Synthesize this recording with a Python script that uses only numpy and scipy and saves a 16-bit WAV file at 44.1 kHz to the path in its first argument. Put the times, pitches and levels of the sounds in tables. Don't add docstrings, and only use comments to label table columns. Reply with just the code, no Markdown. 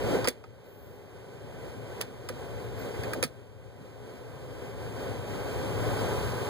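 import sys
import numpy as np
from scipy import signal
from scipy.fft import rfft, irfft, next_fast_len
from scipy.io import wavfile
from scipy.ndimage import uniform_filter1d, map_coordinates

SR = 44100
rng = np.random.default_rng(int(sys.argv[2]) if len(sys.argv) > 2 else 0)


def output_pcm(signal):
    pcm = np.clip(np.atleast_2d(signal).T, -1, 1) * 32767
    wavfile.write(sys.argv[1], SR, np.round(pcm).astype(np.int16))


N = 286307

# t/s, snap level/dB, rattle level/dB, rattle t60/s, spring level/dB, tilt/(dB/octave)
CONTACTS = [(0.2439, -23, -31.5, 0.096, -19.5, -4), (0.2548, -30, -32, 0.054, -36, -4),
            (0.2734, -22, -22.5, 0.11, -18, -2), (0.2748, -18, -31, .05, -19, 0),
            (0.2831, -14, -22.5, 0.073, -11, 2), (0.2856, -13.5, -24, 0.096, -16, 2),
            (0.439, -31, -32, .07, -29, -6), (2.0078, -33, -28, 0.083, -41, -3),
            (2.0127, -15, -27, 0.072, -18.5, 0.5), (2.288, -21.5, -25.5, 0.053, -33, 0.5),
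            (3.0346, -30, -39, .05, -36, -2), (3.1321, -28.5, -39, .06, -35.5, -5.5),
            (3.1346, -28.5, -33, 0.054, -42, 4.5), (3.227, -21, -20.5, 0.098, -20, 0),
            (3.2374, -11, -23, 0.11, -11, 1.5)]
# f/Hz, level/dB
SNAP_SPECTRUM = [(300, -33), (1000, -9.5), (1800, 1), (3500, -6.5), (5000, -4.5), (7000, -10.5), (9500, -4),
                 (11500, -15), (14000, -6.5), (15500, -15), (16500, -42)]
# f/Hz, level/dB, t60/s
LATCH_MODES = [(3420, -20, 0.12), (4100, -31, 0.19), (4540, -12, 0.061), (4910, -9.5, 0.041),
               (6100, -15, 0.038), (7300, -14.5, 0.053), (8600, -29, 0.22)]
# t/s, level/dB, centre of the excited modes f/Hz, ring time/free ring time
PANEL_BLOWS = [(0.2446, -24, 480, .8), (0.2496, -11, 950, 0.53), (0.2734, -12, 1500, .5),
               (0.276, -11, 480, 0.84), (0.4385, -33, 2000, 0.54), (0.439, -18.5, 950, 0.85),
               (2.0126, -24, 2100, 0.76), (2.018, -24.5, 706, 1), (2.2886, -12, 1750, .5),
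               (2.2918, -18, 1710, 0.56), (2.298, -25, 500, 1.05), (3.034, -28, 2000, 1.2),
               (3.1328, -18.5, 1800, 0.69), (3.227, -16.5, 1700, .8), (3.229, -11, 480, .8),
               (3.2372, -17, 2000, 1.1), (3.243, -13.5, 170, 1.05)]
# f/Hz, level/dB, t60/s
PANEL_MODES = [(147, -3, 0.11), (247, -2.5, 0.11), (377, -6, 0.071), (504, 4, 0.051), (755, -5.5, 0.074),
               (929, -3.5, 0.064), (1255, -0.5, 0.045), (1601, -1.5, 0.036), (1920, -8.5, 0.039),
               (2440, 0, 0.042)]
# t/s, level/dB
BLOWER_LEVEL = [(0, -30.5), (.22, -27.5), (.5, -33.5), (1.8, -34), (2.3, -32), (3, -31), (3.6, -35.5),
                (4.5, -34.5), (5.1, -35), (5.5, -34.5), (5.9, -31.5), (6.49, -33)]
# t/s, level/dB
TREBLE_LIFT = [(0, -3.5), (2.3, -2), (3, -2.5), (5.8, -0.8), (6.49, 2.5)]
# f/Hz, level/dB
RUSH_SPECTRUM = [(60, -49), (150, -5), (330, -9), (700, -9.5), (1300, -18), (2500, -22), (5000, -28.5),
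                 (6500, -29.5), (9400, -29.5), (11000, -35), (15500, -32)]
# f/Hz, width/Hz, level/dB
DUCT_RESONANCES = [(262.8, 18.6, -3.5), (411.6, 48, 0.5), (510, 120, 0.5), (742, 38, -9), (844, 21, -7.5),
                   (1000, 51, -12), (1533, 64, -11.5), (2030, 39, -18), (2400, 57, -17.5),
                   (3160, 220, -19.5), (4460, 37, -27), (4670, 33, -24), (4970, 54, -25), (9050, 110, -30),
                   (9960, 53, -46)]
# t/s, level/dB
ENGINE_LEVEL = [(0, -33.5), (1.5, -34), (3, -32.5), (4, -35), (5, -34.5), (5.5, -34.5), (5.9, -32.5),
                (6.49, -33)]
# f/Hz, level/dB
BOOM_SPECTRUM = [(20, -27), (35, -32), (46, -11), (60, -0.5), (80, -7.5), (113, 0.5), (135, -7), (170, -18),
                 (300, -34), (600, -90)]
# t/s, level/dB, f/Hz, length/s;
# the one at 3.81 s is a chance swell of the low noise
DULL_SWELLS = [(0.156, -33.5, 306, 0.15), (1.77, -39, 127, 0.038), (3.08, -29.5, 460, 0.028),
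               (3.19, -32, 320, 0.13), (3.81, -33.5, 120, 0.1)]
# t/s, length/s, start f/Hz, end f/Hz, level/dB
SQUEAK_GLIDES = [(2.6, .065, 11700, 15500, -52), (2.78, .07, 15100, 13200, -50),
                 (2.76, .08, 12300, 11900, -51)]
# f/Hz, level/dB
HISS_SPECTRUM = [(9000, -41), (11500, -9), (12700, -8), (14000, -2), (15500, -11)]
# f/Hz, phase turn/rad (capped at pi), level/dB, likeness (0-1),
# likeness of sum and difference (0-1)
PORT_RELATION = [(30.3, -3.5, 8, 0.99, 0.95), (66, -2.5, -3.5, 0.93, 0.99), (112, -1.36, -8.5, 0.8, 1),
                 (188, -1, 0, 0.62, 1), (272, -0.82, 0, 0.91, 1), (396, 0.5, 0.2, 0.85, 0.95),
                 (528, 0.56, -0.5, 0.67, 0.95), (650, 1.5, -1.5, .25, 0.97), (758, 3, -1, 0.92, .3),
                 (990, 3, -1, 0.99, .6), (1470, 3, 0.5, 1, 1), (2020, 3, 3, 0.84, 1),
                 (2650, 3, 0, 0.99, 0.7), (2770, 3.5, 1, 1, 0.5), (4600, 3, 2, 1, 0.94),
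                 (15100, 4, 3, 0.99, 0.87)]

SNAP_T60_S, SNAP_RISE_S = 0.0079, 0.00012
CHATTER_DB, CHATTER_HZ = 3.5, 500
TAIL_DB, TAIL_T60_S, TAIL_HZ = -13, 0.22, 6500
SPRING_RISE_S, THUD_RISE_S = 0.001, 0.0019
REACH_DB = 11
WHOOSH_DB, WHOOSH_GROWS = 2.5, 1
HISS_S, HISS_HOLD_S, HISS_DB, HISS_FADE_DB_PER_S = 0.63, 0.22, -46, 60
LAG_S, EVEN_HZ = 16 / SR, 5200
LOW_HZ, EDGE_HZ, TOP_HZ = 38, 15550, 16500


def amp(db):
    return 10 ** (np.asarray(db) / 20)


def unit(x):
    return x / np.sqrt(np.mean(x ** 2) + 1e-20)


def along(points, hz):
    f, *cols = np.transpose(points)
    return [np.interp(np.log(hz + 1), np.log(f + 1), c) for c in cols]


def curve(rows):
    s, level = np.transpose(rows)
    return np.interp(np.arange(N) / SR, s, level)


def wobble(rate):
    knots = rng.standard_normal(int(N * rate / SR) + 4)
    return map_coordinates(knots, [np.arange(N) * rate / SR])


def filtered(x, response):
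    m = next_fast_len(x.shape[-1] + 8192)
    spectrum = rfft(x, m) * response(np.fft.rfftfreq(m, 1 / SR))
    return irfft(spectrum, m)[..., :x.shape[-1]]


def noise(gain):
    return unit(filtered(rng.standard_normal((2, N)), gain))


def ring(modes, t, spread):
    out = 0
    for hz, db, t60 in modes:
        decay = amp(db + rng.normal(0, 2.8) - 60 * t / t60)
        shift = rng.normal(1, spread, (2, 1))
        out = out + decay * np.sin(2 * np.pi * hz * t * shift)
    return out


def contact_noise(t, chatter, snap_db, rattle_db, rattle_t60, tilt_db):
    shape = amp(snap_db - 60 * t / SNAP_T60_S) + chatter * amp(rattle_db - 60 * t / rattle_t60)
    shape *= 1 - np.exp(-t / SNAP_RISE_S)

    def colour(hz):
        return amp(along(SNAP_SPECTRUM, hz)[0] + tilt_db * np.log2((hz + 1) / 4000))

    grit = filtered(rng.standard_normal((2, len(t))), colour)
    burst = unit(shape * grit) * np.sqrt(np.mean(shape ** 2))
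    murmur = unit(filtered(grit[:, ::-1], lambda hz: 1 / (1 + (hz / TAIL_HZ) ** 4)))
    return burst + amp(rattle_db + TAIL_DB - 60 * t / TAIL_T60_S) * murmur


def door():
    out, t = np.zeros((2, N + SR)), np.arange(SR // 4) / SR
    loose = amp(CHATTER_DB * wobble(CHATTER_HZ))
    for s, snap_db, rattle_db, rattle_t60, spring_db, tilt_db in CONTACTS:
        start = round(s * SR)
        chatter = np.roll(loose, -start)[:len(t)]
        burst = contact_noise(t, chatter, snap_db, rattle_db, rattle_t60, tilt_db)
        spring = amp(spring_db) * ring(LATCH_MODES, t, 0.0126) * (1 - np.exp(-t / SPRING_RISE_S))
        out[:, start:start + len(t)] += burst + spring
    for s, db, centre_hz, free in PANEL_BLOWS:
        start = round(s * SR)
        struck = [(hz, level - REACH_DB * np.log2(hz / centre_hz) ** 2, t60 * free)
                  for hz, level, t60 in PANEL_MODES]
        rise = (1 - np.exp(-t / THUD_RISE_S)) ** 2
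        out[:, start:start + len(t)] += amp(db) * ring(struck, t, 0.024) * rise
    return out[:, :N]


def blower():
    treble_db = curve(TREBLE_LIFT)
    whoosh_db = WHOOSH_DB + WHOOSH_GROWS * treble_db

    def colour(hz):
        rush = amp(2 * along(RUSH_SPECTRUM, hz)[0])
        ducts = sum(amp(2 * db) / (1 + (2 * (hz - centre) / width) ** 2)
                    for centre, width, db in DUCT_RESONANCES)
        return np.sqrt(rush + ducts * (hz > 100))

    air = noise(colour)
    whoosh = filtered(air, lambda hz: np.exp(-np.log2((hz + 1) / 1100) ** 2 / 0.24))
    treble = filtered(air, lambda hz: hz ** 2 / (hz ** 2 + 2500 ** 2))
    lifted = air + (amp(whoosh_db) - 1) * whoosh + (amp(treble_db) - 1) * treble
    return amp(curve(BLOWER_LEVEL) + 1.06 * wobble(12)) * lifted


def engine():
    boom = noise(lambda hz: amp(along(BOOM_SPECTRUM, hz)[0]))
    return amp(curve(ENGINE_LEVEL) + 1.9 * wobble(7.7)) * boom


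def dull_swells():
    out, t = np.zeros((2, N)), np.arange(N) / SR
    for s, db, hz, length in DULL_SWELLS:
        swell = amp(db) * np.exp(-(2 * (t - s) / length) ** 2)
        out += swell * noise(lambda f: np.exp(-np.log2((f + 1) / hz) ** 2 / 1.16))
    return out


def squeaks():
    out, t = np.zeros(N), np.arange(N) / SR
    for s, length, from_hz, to_hz, db in SQUEAK_GLIDES:
        u = np.clip((t - s) / length, 0, 1)
        hz = from_hz + (to_hz - from_hz) * u + 60 * wobble(250)
        swell = np.sin(np.pi * u) * amp(db + 2.5 * wobble(120))
        out += swell * np.sin(2 * np.pi * np.cumsum(hz) / SR)
    return out


def hiss():
    t = np.arange(N) / SR
    fade_db = HISS_FADE_DB_PER_S * np.maximum(0, t - HISS_S - HISS_HOLD_S)
    rise = np.clip((t - HISS_S) / 0.04, 0, 1)
    return rise * amp(HISS_DB - fade_db) * noise(lambda hz: amp(along(HISS_SPECTRUM, hz)[0]) * (hz > 8000))


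def ports(pair):
    def both(hz):
        turn, db, alike, tied = along(PORT_RELATION, hz)
        turn = np.minimum(turn, np.pi)
        alike, tied = np.clip(alike, 0, 1), np.clip(tied, 0, 1)
        late = amp(db * (hz < EVEN_HZ)) * np.exp(1j * (turn - 2 * np.pi * hz * LAG_S))
        loose = (1 - late) / 2 * np.array([tied - 1, np.sqrt(1 - tied ** 2)])
        left = np.array([[1], [0]]) + loose
        right = late * np.array([alike, np.sqrt(1 - alike ** 2)]) - loose
        return np.array([left, right])
    return filtered(pair, both).sum(axis=1)


def scene():
    steady = filtered(blower() + engine() + squeaks() + hiss(), lambda hz: hz < EDGE_HZ)
    nearer_right = amp([[-0.8], [0.8]])
    return ports(door()) * nearer_right + ports(steady + dull_swells())


def record(dry, limit_db=-35, climb_db=8.5, fall=0.036):
    heard = filtered(dry, lambda hz: hz / (hz + 1000))
    power = np.abs(uniform_filter1d(np.mean(heard ** 2, axis=0), size=177, origin=88))
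    needed_db = np.minimum(0, limit_db - 10 * np.log10(power + 1e-12))
    ramp = climb_db * np.arange(N) / SR
    gain_db = np.minimum(0, np.minimum.accumulate(needed_db - ramp) + ramp)
    keep = np.exp(-1 / (fall * SR))
    smooth_db = signal.lfilter([1 - keep], [1, -keep], gain_db)
    return filtered(dry * amp(smooth_db), lambda hz: (hz < TOP_HZ) * hz ** 4 / (hz ** 4 + LOW_HZ ** 4))


dry = scene()
out = record(dry)
output_pcm(out)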